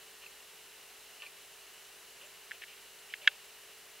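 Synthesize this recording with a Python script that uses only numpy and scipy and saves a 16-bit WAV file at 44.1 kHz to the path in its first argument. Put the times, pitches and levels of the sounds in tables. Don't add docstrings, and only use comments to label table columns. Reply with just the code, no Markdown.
import sys
import numpy as np
from scipy import signal
from scipy.fft import rfft, irfft
from scipy.io import wavfile
from scipy.ndimage import uniform_filter1d

SR = 44100
rng = np.random.default_rng(int(sys.argv[2]) if len(sys.argv) > 2 else 0)


def dump_mix(stems):
    frames = np.atleast_2d(stems).T
    limited = np.clip(frames, -1, 1)
    pcm = np.round(limited * 32767).astype(np.int16)
    wavfile.write(sys.argv[1], SR, pcm)


N = 4 * SR

# t/s, relative level/dB, bass cut f/Hz, treble cut f/Hz
CONTACTS = [(2.5102, -20.5, 1450, 1700), (2.5160, -15, 1500, 1750), (2.6206, -27, 1750, 2600),
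            (2.6228, -29, 1750, 2000), (2.6278, -31, 1800, 2600), (2.6366, -21, 1800, 2000),
            (2.6418, -32, 1800, 2600), (2.6820, -38, 2200, 3500), (2.7770, -38, 1700, 3000),
            (3.1382, -10, 1900, 2000), (3.1402, -15, 2500, 2000), (3.2450, -34, 1700, 3200),
            (3.2735, -16, 500, 2730), (3.27489, -9.5, 500, 10000), (3.27514, 2, 500, 3420),
            (3.27694, .8, 500, 2440), (3.27959, -21, 500, 4600), (3.2825, -21, 500, 3260)]
# f/Hz, relative level/dB, time to fade by 60 dB t/s
TICK_TONES = [(1510, -11, .023), (1710, 4, .007), (2100, -15, .0136), (2654, -20, .03), (2862, -5.6, .0062),
              (3261, -16, .0176), (3700, -23, .02), (4291, -30, .022), (4800, -12.5, .0065),
              (6456, -25, .013), (8061, -33, .007)]
def ticks():
    t, out = np.arange(0, .06, 1 / SR), np.zeros(N)
    rise = 1 - np.exp(-t / .0002)
    ring = cut(rise * ringing(t, TICK_TONES), 2030, "high", order=4)
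    for start, db, bass_hz, treble_hz in CONTACTS:
        thinned = cut(ring, bass_hz, "high", order=6)
        add(out, start, amp(db) * cut(thinned, treble_hz, "low", order=2))
    return out


# start t/s, length t/s, scrape level/dB, thud level/dB, pitch f/Hz, band width f/Hz
SCUFF_STROKES = [(.218, 0.024, -53.5, -73, 2700, 600), (0.26, 0.0096, -51.5, -64, 2580, 300),
                 (1.194, 0.022, -56, -80, 2770, 350), (1.219, 0.0054, -44, -58, 2720, 700),
                 (1.234, 0.0069, -50, -58, 2800, 550), (1.249, 0.012, -53.5, -78, 2730, 700),
                 (1.262, 0.0054, -43.5, -68, 2480, 280), (2.209, 0.048, -56, -63, 2730, 750),
                 (2.519, 0.04, -57, -75, 2750, 750), (2.615, 0.022, -51, -72, 2570, 900),
                 (2.678, 0.065, -58, -82, 2730, 800), (3.096, 0.054, -56.5, -83, 2720, 795),
                 (3.213, 0.085, -52, -61, 2750, 850), (3.30, 0.059, -57, -76, 2780, 500)]
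# centre f/Hz, width f/Hz, relative level/dB
SCRAPE_BANDS = [(1840, 95, -12), (4400, 560, -15)]
THUD_BANDS = [(592, 37, 5.5), (960, 630, -8.5)]
def scuffs():
    slips_per_s, spread_db = 2500, 2.5
    rise_s, fall_s = .003, .006
    t, out = np.arange(0, .2, 1 / SR), np.zeros(N)
    for start, length, scrape_db, thud_db, hz, width in SCUFF_STROKES:
        slips = (rng.random(len(t)) < slips_per_s / SR) * rng.choice([-1, 1], len(t))
        slips = slips * amp(spread_db * rng.standard_normal(len(t)))
        scrape = unit(resonate(slips, [(hz, width, 0)]) + resonate(slips, SCRAPE_BANDS))
        thud = unit(resonate(slips, THUD_BANDS))
        rise = np.minimum(t / rise_s, 1)
        fall = np.exp(-np.maximum(t - length, 0) / fall_s)
        add(out, start, rise * fall * (amp(scrape_db) * scrape + amp(thud_db) * thud))
    return out


# t/s, relative level/dB
LIGHT_KNOCKS = [(.235, -58), (1.2218, -53), (1.23, -50)]
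# f/Hz, relative level/dB, time to fade by 60 dB t/s
KNOCK_TONES = [(1166, 0.5, 0.1), (1460, -6, .06), (1800, -1.5, 0.1), (3000, 1.5, 0.083)]
def knocks():
    t, out = np.arange(0, .2, 1 / SR), np.zeros(N)
    ring = ringing(t, KNOCK_TONES)
    for start, db in LIGHT_KNOCKS:
        add(out, start, amp(db) * ring)
    return cut(out, 990, "high", order=3)


# t/s, f/Hz, level/dB
SQUEAK = (2.268, 7300, -61)
def squeak():
    peak_s, hz, db = SQUEAK
    swell_s, width_hz = .015, 700
    swell = np.exp(-((np.arange(N) / SR - peak_s) / swell_s) ** 2)
    breath = unit(resonate(rng.standard_normal(N), [(hz, width_hz, 0)]))
    return amp(db) * swell * breath


# f/Hz, level/dB
HUM_TONES = [(49, -84.5), (392, -73), (440.6, -72.5)]
# centre f/Hz, width f/Hz, relative level/dB
WHIRR_BANDS = [(1780, 180, -18), (2860, 375, 8), (4026, 280, 2.5)]
def camera():
    hum, waver_hz = np.zeros(N), 1.06
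    for hz, db in HUM_TONES:
        pitch = hz + waver_hz * drift(samples=2000)
        hum += amp(db) * np.sqrt(2) * np.sin(2 * np.pi * np.cumsum(pitch) / SR)
    whirr = amp(-62.5) * unit(resonate(rng.standard_normal(N), WHIRR_BANDS))
    return hum + from_right(whirr, lead_s=.000016)


# f/Hz, relative level/dB
SHARED_HISS = [(25, -16), (45, -11.5), (75, -13), (150, -7.5), (260, -8), (380, -3), (600, 0), (1200, -0.5),
               (1900, 2.5), (2350, 1), (3500, -0.5), (5000, -2.5), (9000, -4), (13000, -6.5), (15800, -10)]
SIDE_HISS = [(60, -50), (250, -46), (450, -30), (750, -21), (1200, -44), (2300, -70), (3500, -14),
             (5000, -5), (8000, -1.5), (12000, 1.5), (15800, -3)]
def hiss():
    flicker_db = .23 * drift(samples=700)
    middle = amp(-55.5 + flicker_db) * noise(SHARED_HISS)
    side = amp(-60) * noise(SIDE_HISS)
    return np.array([middle + side, middle - side])


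def amp(db):
    return 10 ** (np.asarray(db) / 20)


def unit(x):
    return x / np.sqrt(np.mean(x ** 2) + 1e-20)


def add(mix, start, sound):
    part = mix[round(start * SR):][:len(sound)]
    part += sound[:len(part)]


def ringing(t, tones):
    return sum(amp(db - 60 * t / fade_s) * np.sin(2 * np.pi * hz * t) for hz, db, fade_s in tones)


def noise(points):
    hz, db = np.transpose(points)
    shape_db = np.interp(np.log(np.fft.rfftfreq(N, 1 / SR) + 1), np.log(hz), db)
    return unit(irfft(rfft(rng.standard_normal(N)) * amp(shape_db), N))


def drift(samples):
    smoothed = uniform_filter1d(rng.standard_normal(N), samples, mode="wrap")
    return unit(uniform_filter1d(smoothed, samples, mode="wrap"))


def resonate(x, bands):
    return sum(amp(db) * cut(x, [hz - width / 2, hz + width / 2], "band", order=2)
               for hz, width, db in bands)


def cut(x, hz, keep, order):
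    return signal.sosfilt(signal.butter(order, hz, keep, fs=SR, output="sos"), x)


def from_right(x, lead_s):
    delay = np.exp(-2j * np.pi * np.fft.rfftfreq(N, 1 / SR) * lead_s)
    return np.array([irfft(rfft(x) * delay, N), x])


def scene():
    close_sounds = ticks() + scuffs() + knocks() + squeak()
    return from_right(close_sounds, lead_s=.000023) + camera() + hiss()


def record(dry):
    treble_cut = signal.firwin(511, 15800, window=("kaiser", 9), fs=SR)
    return signal.oaconvolve(dry, treble_cut[None], "same")


dry = scene()
out = record(dry)
dump_mix(out)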